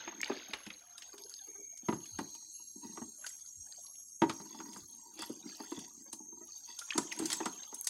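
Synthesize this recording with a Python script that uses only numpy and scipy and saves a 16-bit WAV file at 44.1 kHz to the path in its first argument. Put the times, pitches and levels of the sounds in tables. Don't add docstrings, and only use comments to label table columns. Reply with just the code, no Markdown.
import sys
import numpy as np
from scipy import signal
from scipy.fft import rfft, irfft, next_fast_len
from scipy.io import wavfile
from scipy.ndimage import uniform_filter1d, map_coordinates

SR = 44100
rng = np.random.default_rng(int(sys.argv[2]) if len(sys.argv) > 2 else 0)


def to_wav(s):
    ch = np.atleast_2d(s).T
    pcm = np.round(np.clip(ch, -1, 1) * 32767)
    wavfile.write(sys.argv[1], SR, pcm.astype(np.int16))


N = 347949
TIME = np.arange(N) / SR


def amp(db):
    return 10 ** (np.asarray(db) / 20)


def unit(x):
    return x / np.sqrt(np.mean(x ** 2) + 1e-20)


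def along(points, hz):
    f, v = np.transpose(points)
    return np.interp(np.log(hz + 1), np.log(f + 1), v)


def curves(rows):
    s, *cols = np.transpose(rows)
    return [np.interp(TIME, s, c) for c in cols]


def wobble(rate, size=N):
    knots = rng.standard_normal(int(size * rate / SR) + 4)
    return map_coordinates(knots, [TIME[:size] * rate])


def filtered(x, response):
    m = next_fast_len(N + 8192)
    return irfft(rfft(x, m) * response(np.fft.rfftfreq(m, 1 / SR)), m)[:N]


def band_noise(points):
    def response(hz):
        inside = (hz > points[0][0]) & (hz < points[-1][0])
        return amp(along(points, hz)) * inside
    return unit(filtered(rng.standard_normal(N), response))


def tick(points, size=1024):
    cepstrum = irfft(np.log(amp(along(points, np.fft.rfftfreq(size, 1 / SR)))))
    fold = 1 + np.sign(size // 2 - np.arange(size))
    fold[0] = 1
    return irfft(np.exp(rfft(cepstrum * fold)))


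def add(track, s, sound):
    start = int(np.clip(round(s * SR), 0, N - 1))
    track[start:start + len(sound)] += sound[:N - start]


def swells(rows, rise_db_per_s, fall_db_per_s):
    total = np.zeros(N)
    for s, length, db in rows:
        before, after = np.maximum(s - TIME, 0), np.maximum(TIME - s - length, 0)
        under = rise_db_per_s * before + fall_db_per_s * after
        near = under < 60
        total[near] += amp(db - under[near]) ** 2
    return np.sqrt(total)


def patter(rate, spread_db):
    chance, size = rng.random((2, N))
    strength = amp(spread_db * np.minimum(-np.log(size + 1e-9), 3))
    return (chance < rate / SR) * strength * rng.choice([-1, 1], N)


def patchy(x, depth_db, bins, frames, size=256):
    z = signal.stft(x, nperseg=size)[2]
    patch = np.outer(np.hanning(bins), np.hanning(frames))
    field = signal.fftconvolve(rng.standard_normal(z.shape), patch, "same")
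    return signal.istft(z * amp(depth_db * np.clip(unit(field), -2, 1.5)), nperseg=size)[1][:N]


def mottled(x):
    y = patchy(x, depth_db=4.5, bins=5, frames=13, size=1024)
    return unit(y) * np.std(x)


def droplets(rate, centre_hz, octaves, cycles, size, rise=0):
    when, pitch, bulk = rng.random((int(rate * N / SR), 3)).T
    hz = np.clip(centre_hz * 2 ** (octaves * (2 * pitch - 1)), 200, 14000)[:, None]
    t = np.arange(size) / SR
    age = hz * t / cycles
    shape = np.exp(-age) * (1 - np.exp(-2 * age))
    notes = np.sin(2 * np.pi * hz * t * (1 + rise * age)) * shape * np.sqrt(hz)
    notes *= amp(5 * np.minimum(-np.log(bulk + 1e-9), 3))[:, None]
    where = (when * N).astype(int)[:, None] + np.arange(len(t))
    return unit(np.bincount(where.ravel(), notes.ravel(), N)[:N])


def grains(points, rate):
    power = signal.fftconvolve(unit(patter(rate, spread_db=5.5)) ** 2, np.hanning(70), "same")
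    hits = np.sqrt(np.abs(power) + 3) * rng.standard_normal(N) * amp(3.2 * wobble(35))
    coloured = signal.fftconvolve(hits, tick(points))[:N]
    return unit(patchy(coloured, depth_db=4.5, bins=5, frames=23))


def draining():
    # start in seconds, length in seconds, level of the water in dB, level of the slats in dB
    shakes = [(0.249, 0.47, -75, -65.5), (0.818, 0.365, -70, -78), (1.126, 0.25, -70.5, -63.5),
              (1.858, 0.34, -68.5, -71.5), (2.851, 0.053, -73.5, -63.5), (3.236, 0.055, -67, -63),
              (3.665, 0.27, -76.5, -69.5), (4.315, 0.61, -76, -61.5), (5.19, 0.022, -63.5, -58.5),
              (5.491, 0.15, -62.5, -57), (6.483, 0.44, -74, -63), (6.86, 0.41, -62, -67),
              (7.205, 0.37, -61.5, -62), (7.76, 0.14, -71, -89)]
    # frequency in Hz, dB per Hz
    trickle_colour = [(200, -42.5), (500, 7.5), (950, 10.5), (1500, -21), (2300, -2), (3400, 9.5),
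                      (5000, -15.5), (7000, -30.5), (12000, -50)]
    slat_colour = [(2000, -60.5), (3600, -10.5), (4500, 9.5), (5200, 2), (7000, -25), (9000, -24.5),
                   (14000, -19.5)]
    crackle_colour = [(4000, -33), (7000, -17.5), (9500, -3.5), (11200, 2), (12200, -4), (14000, -10),
                      (15800, -11.5)]
    rise_db_per_s = 166
    drain_db_per_s, settle_db_per_s = 49, 38
    seep_db, creep_db = -83.5, -82
    crackle_db, crackle_grows = -18.5, 0.79

    water_rows = [(s, length, db) for s, length, db, _ in shakes]
    slat_rows = [(s, length, db) for s, length, _, db in shakes]
    flow = amp(seep_db) + swells(water_rows, rise_db_per_s, drain_db_per_s)
    rustle = amp(creep_db) + swells(slat_rows, rise_db_per_s, settle_db_per_s)
    crackle = amp(crackle_db) * rustle ** crackle_grows

    drops = droplets(rate=900, centre_hz=2000, octaves=1.5, cycles=2.5, size=500)
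    bubbles = droplets(rate=110, centre_hz=1800, octaves=1.3, cycles=6, size=1600, rise=.004)
    trickle = .7 * grains(trickle_colour, rate=1500) + .65 * drops + amp(-4) * bubbles
    thin_slats = droplets(rate=45, centre_hz=4400, octaves=.22, cycles=8, size=800)
    weave = .7 * grains(slat_colour, rate=400) + amp(-10) * thin_slats
    return flow * trickle + rustle * weave + crackle * grains(crackle_colour, rate=170)


def bucket_ring(ring_db, crack_db, weight_db, attack, note_hz):
    # frequency in Hz (retuned to the main note), level in dB, time to fall 60 dB in seconds
    modes = [(181, -1, 0.059), (225, -2.5, 0.14), (281.7, 4, .08), (338, 2, 0.14), (415, -0.5, 0.065),
             (460, -11, 0.066), (676, -13, 0.093), (852, -4, 0.036), (948, 0.5, 0.095), (990, -0.5, 0.028),
             (1220, -2, 0.032), (1455, -14, .045), (1720, -9.5, 0.027), (1990, -4, 0.065),
             (2700, -14.5, .04), (3170, -9.5, .04)]
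    rim_detune = 0.0061
    t = np.arange(SR // 4) / SR
    hz, db, t60 = np.transpose(modes)
    balance = [(200, weight_db), (320, 0), (430, 0), (750, ring_db), (1300, ring_db), (2200, crack_db)]
    db = db + along(balance, hz) + rng.standard_normal(len(hz))
    detune = note_hz / hz[3] * (1 + rim_detune * rng.standard_normal(len(hz)))
    signs = (-1) ** np.arange(len(hz))[:, None]
    waves = np.sin(2 * np.pi * np.outer(hz * detune, t)) * signs
    rise = 1 - np.exp(-np.outer(hz / note_hz, t) / attack)
    return (waves * rise * amp(db[:, None] - 60 * t / t60[:, None])).sum(0)


def drumming():
    # start in seconds, length in seconds, level in dB
    jiggles = [(0, 0.45, -62.5), (1.95, 0.39, -73.5), (2.77, 0.2, -57), (4.33, 0.41, -53.5),
               (4.9, 0.99, -63.5), (5.9, 0.31, -67.5), (7.18, 0.19, -47.5)]
    # frequency in Hz, dB per Hz
    rub_colour = [(110, -15.5), (230, 5.5), (335, 12), (450, -16), (600, -21), (800, -16.5), (950, 3),
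                  (1150, -26), (1500, -18), (2100, -16), (2800, -28.5)]
    landings = np.zeros(N)
    for spot in range(6):
        hits = patter(rate=9, spread_db=6.0)
        ring = bucket_ring(ring_db=-7.5, crack_db=-7.0, weight_db=5.0, attack=0.0058, note_hz=328.0)
        landings += signal.fftconvolve(hits, ring)[:N]
    contact = .7 * unit(landings) + .7 * grains(rub_colour, rate=300)
    level = swells(jiggles, rise_db_per_s=292, fall_db_per_s=98)
    return level * unit(contact * amp(2.9 * wobble(18)))


def pouring():
    # start in seconds, length in seconds, level in dB
    sheets = [(0, 0.0062, -49.5), (.25, 0.15, -51.5), (.5, 0.15, -57.5), (7.2, 0.046, -54)]
    # frequency in Hz, dB per Hz
    colour = [(120, -10), (300, 1), (650, 0), (1200, -6), (2300, -3), (3400, 7), (4800, -4), (5800, 0.5),
              (7500, -34), (12000, -33)]
    hiss = unit(mottled(band_noise(colour)) * amp(2 * wobble(160)))
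    fizz = droplets(rate=800, centre_hz=2600, octaves=.9, cycles=4, size=500)
    bubbles = droplets(rate=300, centre_hz=1100, octaves=1.2, cycles=4, size=1400, rise=.004)
    level = swells(sheets, rise_db_per_s=187.5, fall_db_per_s=81.5)
    return level * (.5 * hiss + .68 * fizz + amp(-6) * bubbles)


def shrill(width_hz, skirt_db, octave_db):
    # time in seconds, pitch in Hz
    pitch = [(0.0, 6440), (0.28, 6461), (4.84, 6458), (6.28, 6395), (7.8, 6427)]
    waver_hz = 21.9
    hz, = curves(pitch)
    phase = 2 * np.pi * np.cumsum(hz + waver_hz * wobble(28)) / SR

    def beats(width):
        return filtered(rng.standard_normal(N), lambda f: 1 / (1 + (f / width) ** 4))

    def voices(turn, width):
        return unit(beats(width) * np.cos(turn) + beats(width) * np.sin(turn))

    skirt = amp(skirt_db) * voices(phase, 3 * width_hz)
    octave = amp(octave_db) * voices(2 * phase, 2.0 * width_hz)
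    return voices(phase, width_hz) + skirt + octave


def cricket_whistle():
    # time in seconds, relative level in dB
    loudness = [(0.0, -53.5), (0.76, -60), (1.65, -53), (4.91, -56.5), (5.24, -58), (7.34, -51.5),
                (7.8, -51.5)]
    flutter_db = 1.34
    level_db, = curves(loudness)
    level = amp(level_db + 1.03 + flutter_db * wobble(120))
    return level * shrill(width_hz=68.0, skirt_db=-8.5, octave_db=-21.5)


def insect_chorus():
    # frequency in Hz, dB per Hz
    colour = [(5300, -22.5), (5750, 5.5), (6000, -18), (6700, -32), (6900, 3.5), (7200, -16), (7500, 3.5),
              (8000, -16), (8300, -11.5), (8650, -3), (9100, -12.5), (10000, -22.5)]
    # time in seconds, relative level in dB
    loudness = [(0.0, -78), (3.08, -61.5), (3.28, -60.5), (5.17, -66.5), (5.87, -63), (6.36, -70),
                (7.23, -56.5), (7.8, -67.5)]
    level_db, = curves(loudness)
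    rasps = patchy(band_noise(colour), depth_db=6.5, bins=5, frames=13, size=1024)
    rasps = unit(rasps * amp(1.2 * wobble(14)))
    return amp(level_db + 3.5) * rasps


def river():
    # frequency in Hz, dB per Hz
    colour = [(20, -25.5), (60, 1), (120, -6.5), (300, 0), (600, -25), (2000, -17.5), (8000, -49),
              (15000, -20)]
    return amp(-79.0) * band_noise(colour)


def slaps():
    # start in seconds, relative snap level in dB, brightness in dB (hollow below 0, spray above)
    smacks = [(.075, -43.5, -27), (0.316, -48, -33), (0.534, -30.5, -21), (0.664, -42, -15),
              (0.702, -45, -23.5), (0.979, -38, -5.5), (1.021, -38.5, -11.5), (1.179, -42.5, -6.5),
              (1.773, -44.5, -2), (2.056, -43.5, -11.5), (2.186, -39.5, -5.5), (2.349, -43.5, -4),
              (3.264, -31, -4.5), (3.29, -47, 10.5), (4.295, -30.5, -11.5), (4.73, -43.5, -3),
              (4.77, -49, 9.5), (5.19, -38.5, -1), (5.219, -37, 2), (5.790, -37.5, -6.5), (6.129, -34.5, 2),
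              (6.789, -31, -2), (6.978, -24.5, 1), (7.122, -35, 0.5), (7.189, -32.5, 2), (7.256, -31, 5),
              (7.301, -27, -5), (7.317, -27.5, -4), (7.328, -21.5, -4), (7.456, -28.5, -5),
              (7.744, -38, 5.5), (7.844, -41.5, 8.5), (7.870, -22.5, -0.5)]
    plain_hollow_db, plain_spray_db = -12.5, -3
    out, t = np.zeros(N), np.arange(SR // 6) / SR
    spatter = amp(-25 - 60 * t / .2)
    swell = (1 - np.exp(-t / 0.002)) ** 2 * (amp(-60 * t / 0.027) + spatter)
    for s, db, bright_db in smacks:
        hollow_db, spray_db = plain_hollow_db - bright_db, plain_spray_db + bright_db
        colour = [(150, hollow_db - 16.0), (1200, hollow_db - 3.0), (2300, hollow_db),
                  (3400, hollow_db / 2), (4600, -1), (7500, 0.77 * spray_db + 3.0),
                  (10000, spray_db - 0.5), (12000, spray_db - 12), (15000, spray_db - 20.0)]
        burst = signal.fftconvolve(rng.standard_normal(len(t)) * swell, tick(colour))
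        add(out, s - .001, amp(db + 10.0) * burst)
    return patchy(out, depth_db=4, bins=7, frames=11)


def knocks():
    # start in seconds, relative level in dB, relative hardness of the wall's ring in dB,
    # relative weight of the low thud in dB, the bucket's main note in Hz under that load
    bumps = [(0.076, -34, -7.5, -22, 335), (.123, -44, 1, -9, 329), (.297, -21.5, -13, -14, 292.5),
             (.666, -39.5, -10, 9.5, 316), (1.138, -46, -6.5, -15, 406), (1.886, -17.5, -7.5, 8.5, 342.7),
             (1.926, -28.5, -4, 16.5, 338), (2.188, -28.5, 0.5, 9, 325), (2.206, -33, -33.5, 13.5, 312),
             (2.84, -45, -13, 14.5, 324), (2.973, -36.5, -2, -1, 336), (3.017, -35.5, -8.5, 8.5, 320),
             (4.219, -12, -7, 5.5, 333.5), (4.234, -20.5, -8, 5, 334), (4.296, -33.5, 9, 16, 320),
             (4.401, -42.5, -1, 13, 331), (4.601, -39, 3, 2, 325), (4.761, -45, 2.5, 17, 324),
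             (5.191, -39, -8.5, -35, 333), (5.222, -41.5, 7, 6, 335), (5.297, -33.5, -20.5, 5, 350),
             (5.601, -34.5, -10, -12, 322.6), (5.719, -32, -9.5, -18, 347), (5.775, -36.5, -12, 18.5, 330),
             (6.129, -44.5, -5, 5.5, 321), (6.952, -31.5, -10, -10, 318), (6.978, -21.5, -4, -1.5, 344),
             (7.196, -26, -18.5, -15, 346), (7.222, -37, -13, -9, 347), (7.404, -25.5, -7, -21, 323),
             (7.458, -24.5, -1, -7, 340), (7.727, -40, -8, -5.5, 339.5)]
    damp_db_per_s = 168.5
    out, t = np.zeros(N), np.arange(SR // 4) / SR
    for s, db, ring_db, weight_db, note_hz in bumps:
        crack_db = -9.5 + ring_db
        ring = bucket_ring(ring_db + 8.5, crack_db + 10.0, weight_db, attack=0.0048, note_hz=note_hz)
        ring *= amp(-damp_db_per_s * t)
        ring /= np.sqrt(np.sum(ring ** 2) / (.06 * SR))
        colour = [(30, weight_db - 40.0), (110, weight_db - 10.5), (300, 8.0), (550, -7.5),
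                  (1100, ring_db + 1.0), (2000, crack_db - 3.0), (5000, crack_db - 13.5),
                  (12000, crack_db - 36)]
        burst = rng.standard_normal(len(t)) * amp(-60 * t / .075)
        crunch = signal.fftconvolve(burst, tick(colour))[:len(t)]
        add(out, s, amp(db - 17.0) * ring + amp(db + 7.0) * crunch)
    return out


def plops():
    # start in seconds, level in dB, pitch in Hz
    pockets = [(0.204, -34, 2090), (0.214, -23.5, 6250), (1.39, -42.5, 3520), (0.23, -21.5, 2230),
               (0.244, -26.5, 4590), (0.258, -35, 3020), (0.273, -37, 1890), (1.18, -52, 360),
               (1.237, -35.5, 5100), (1.296, -35.5, 6050), (1.339, -32, 4970), (1.242, -50.5, 420),
               (1.475, -51, 408), (1.583, -50.5, 395), (1.725, -58, 683), (3.241, -35.5, 1530),
               (3.26, -44.5, 1837), (3.775, -53, 665), (6.814, -39, 1364), (6.905, -22, 2780),
               (6.921, -32, 1700), (6.933, -31, 3070), (7.116, -31.5, 2810), (7.12, -29, 1940),
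               (7.429, -45, 950), (7.632, -36.5, 4040), (7.811, -21, 10840)]
    cycles, climb = 59, 0.13
    cluster_db, splash_db = 2, -5
    out, t = np.zeros(N), np.arange(SR // 6) / SR
    for s, db, hz in pockets:
        t60 = cycles / hz
        pitch, phase = rng.standard_normal((2, 8, 1))
        turns = hz * t * (1 + climb * t / t60 / 2)
        bubble = unit(np.sin(2 * np.pi * turns))
        cluster = unit(np.sin(2 * np.pi * ((1 + .12 * pitch) * turns + phase)).sum(0))
        colour = [(hz / 4, -18), (hz, 0), (2 * hz, -8), (4 * hz, -35)]
        splash = unit(signal.fftconvolve(rng.standard_normal(len(t)), tick(colour))[:len(t)])
        shape = (1 - np.exp(-hz * t / 2.5)) ** 2 * amp(-60 * t / t60)
        burst = (bubble + amp(cluster_db) * cluster + amp(splash_db) * splash) * shape
        add(out, s, amp(db) * burst * np.linalg.norm(shape) / np.linalg.norm(burst))
    return out


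def bush_cricket():
    # frequency in Hz, dB per Hz
    colour = [(9600, -48.5), (10400, 0.5), (11000, 10.5), (11400, 5.5), (11900, -25.5), (13000, -68)]
    first_s, period_s, count = 0.564, .648, 6
    first_db, grows_db = -63, 1.46
    attack_s, fade_db_per_s = 0.036, 31.5
    calls, t = np.zeros(N), np.arange(SR) / SR
    swell = np.minimum(t / attack_s, 1) * amp(-fade_db_per_s * t)
    for k in range(count):
        add(calls, first_s + k * period_s, amp(first_db + k * grows_db) * swell)
    return calls * band_noise(colour)


def faint_bands():
    # start in seconds, length in seconds, level in dB, pitch in Hz
    bands = [(0.807, 0.25, -73, 714), (1.456, 0.33, -71.5, 2268), (2.545, 0.064, -72.5, 2790)]
    width = 0.046
    out, t = np.zeros(N), np.arange(SR // 2) / SR
    for s, length, db, hz in bands:
        rate = 2 * width * hz
        blur = wobble(rate, size=len(t)) + 1j * wobble(rate, size=len(t))
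        shape = np.minimum(t / 0.0087, 1) * amp(-170 * np.maximum(t - length, 0))
        add(out, s, amp(db) * shape * unit(np.real(blur * np.exp(2j * np.pi * hz * t))))
    return out


def squeaks():
    # start in seconds, level in dB, pitch in Hz
    slips = [(1.41, -57, 778), (1.47, -54.5, 411), (1.55, -52, 403), (6.058, -55, 549), (6.415, -54.5, 648)]
    t60_s, sag_per_s, rough = 0.099, .25, 0.022
    top_hz = 2460
    out, t = np.zeros(N), np.arange(SR // 4) / SR
    for s, db, hz in slips:
        pitch = hz * (1 - sag_per_s * t + rough * wobble(270, size=len(t)))
        turns = np.cumsum(pitch) / SR
        note = np.zeros(len(t))
        for k in range(1, 6):
            overtone = np.sin(2 * np.pi * (k * turns + rng.random()))
            note += overtone / (1 + (k * hz / top_hz) ** 12) / k ** .5
        add(out, s, amp(db - 60 * t / t60_s) * (1 - np.exp(-t / 0.0078)) * unit(note))
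    return out


def nudges():
    # start in seconds, relative level in dB, relative hardness of the wall's ring in dB,
    # the bucket's main note in Hz
    leans = [(1.826, -55, -16.5, 266), (2.347, -57, 6, 334), (2.421, -66, 6, 324), (2.595, -62, 3, 343),
             (2.755, -48.5, -28, 296), (4.505, -56, -2, 366), (4.545, -48.5, 2, 314),
             (5.453, -43.5, -23, 294), (5.97, -56.5, -35, 282), (6.2, -49.5, -12, 308),
             (6.279, -60, -29, 317), (6.323, -52, -9, 338), (6.37, -55.5, -5, 337),
             (6.407, -49.5, -12.5, 339), (6.688, -59, -4.5, 349)]
    out = np.zeros(N)
    for s, db, ring_db, note_hz in leans:
        ring = bucket_ring(ring_db + 5.5, ring_db - 12.5, weight_db=-1, attack=.009, note_hz=note_hz)
        add(out, s, amp(db + 5) * ring / np.abs(ring).max())
    return out


def gulps():
    # start in seconds, relative level in dB, starting pitch in Hz
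    notes = [(2.103, -48.5, 152), (3.549, -54, 149), (4.786, -56, 160)]
    out, t = np.zeros(N), np.arange(SR // 10) / SR
    for s, db, hz in notes:
        pitch = hz * np.exp(-t / .11 + .25 * wobble(90)[:len(t)])
        add(out, s, amp(db - 5.5) * np.hanning(len(t)) * np.sin(2 * np.pi * np.cumsum(pitch) / SR))
    return out


def cicada():
    # frequency in Hz, dB per Hz
    hiss_colour = [(3600, -35), (4050, -3.5), (4500, -4), (4850, -14.5), (5150, -27)]
    sizzle_colour = [(8200, -10), (8700, 2.5), (9600, -10), (11500, -2.5), (12500, 2.5), (12900, -8),
                     (13500, -17.5), (15800, -13)]
    call = (2.12, 0.13, -60.5)
    level = swells([call], rise_db_per_s=82.5, fall_db_per_s=14.5)
    return level * (band_noise(hiss_colour) + amp(-11.5) * band_noise(sizzle_colour))


def slat_ticks():
    # start in seconds, relative level in dB, pitch in Hz
    snaps = [(2.8374, -46, 4190), (2.8677, -50, 4030), (3.3962, -52, 4550), (3.4615, -51.5, 4630),
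             (3.7235, -37, 4500), (3.866, -45, 4370), (3.9544, -54, 3270), (5.5488, -43.5, 4300)]
    t60_s = .022
    out, t = np.zeros(N), np.arange(SR // 20) / SR
    for s, db, hz in snaps:
        note = unit(wobble(900, size=len(t)) * np.sin(2 * np.pi * hz * t))
        add(out, s, amp(db - 2 - 60 * t / t60_s) * note)
    return out


def scrapes():
    # start in seconds, length in seconds, level in dB
    drags = [(4.5, .09, -62.5), (4.73, 0.056, -61.5), (5.195, 0.037, -50), (5.59, 0.043, -64),
             (5.73, 0.11, -57.5), (6.69, 0.05, -55), (7.3, 0.023, -47.5)]
    # frequency in Hz, level in dB, time to fall 60 dB in seconds
    modes = [(942, -9.5, 0.067), (1953, -7.5, 0.028), (2680, -11.5, 0.069), (3430, 2, 0.019),
             (4605, 1, 0.026), (5050, -1.5, .016)]
    t = np.arange(SR // 20) / SR
    slips = patter(rate=420, spread_db=5.5)
    rasp = np.zeros(N)
    for hz, db, t60 in modes:
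        ring = amp(db - 60 * t / t60) * np.sin(2 * np.pi * hz * t)
        hits = slips * rng.standard_normal(N)
        rasp += signal.fftconvolve(hits, ring)[:N]
    return swells(drags, rise_db_per_s=700, fall_db_per_s=293) * unit(rasp)


def chinks():
    # start in seconds, level in dB
    clacks = [(6.981, -47), (7.328, -40), (7.871, -44)]
    # frequency in Hz, dB per Hz
    colour = [(4400, -33), (4620, -11), (5100, -39), (5830, -7), (6100, -27), (6830, -1), (7300, 1),
              (7800, 13), (8500, -25), (9500, -33)]
    t60_s = 0.24
    fade, t = np.zeros(N), np.arange(SR // 3) / SR
    for s, db in clacks:
        add(fade, s, amp(db - 60 * t / t60_s))
    return fade * band_noise(colour)


def thin_bass(x, corner_hz):
    return signal.sosfilt(signal.butter(2, corner_hz, "high", fs=SR, output="sos"), x)


def hull(x):
    t = np.arange(SR // 3) / SR
    tail = rng.standard_normal(len(t)) * amp(-60 * t / .28) * np.minimum(t / .006, 1)
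    colour = [(300, 0.5), (3000, -9), (10000, -5.0)]
    tail = signal.fftconvolve(tail / np.linalg.norm(tail), tick(colour))
    return signal.fftconvolve(x, tail)[:N]


def suppress(x, depth):
    # frequency in Hz, level in dB
    threshold = [(100, -100), (600, -85.5), (3000, -88.5), (9000, -92.5), (15000, -104.5)]
    hz, _, z = signal.stft(x, SR, nperseg=512)
    smooth = uniform_filter1d(np.abs(z) ** 2, size=3, axis=0)
    power = np.abs(uniform_filter1d(smooth, size=5, axis=1))
    gain = (power / (power + amp(along(threshold, hz))[:, None] ** 2)) ** depth
    return signal.istft(z * np.maximum(gain, .12), SR, nperseg=512)[1][:N]


def scene():
    bucket = patchy(knocks() + nudges(), depth_db=1.5, bins=3, frames=7, size=512) + mottled(drumming())
    slats = slaps() + chinks() + squeaks() + slat_ticks() + scrapes()
    water = plops() + mottled(draining()) + pouring()
    near = thin_bass(bucket, corner_hz=100) + slats + water
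    insects = cricket_whistle() + insect_chorus() + cicada() + bush_cricket()
    return (near + amp(-7.0) * hull(near) + gulps() + faint_bands() + insects + river())[None]


def record(dry):
    top_hz = 15850
    return filtered(suppress(dry[0], depth=0.77), lambda hz: hz < top_hz)[None]


dry = scene()
out = record(dry)
to_wav(out)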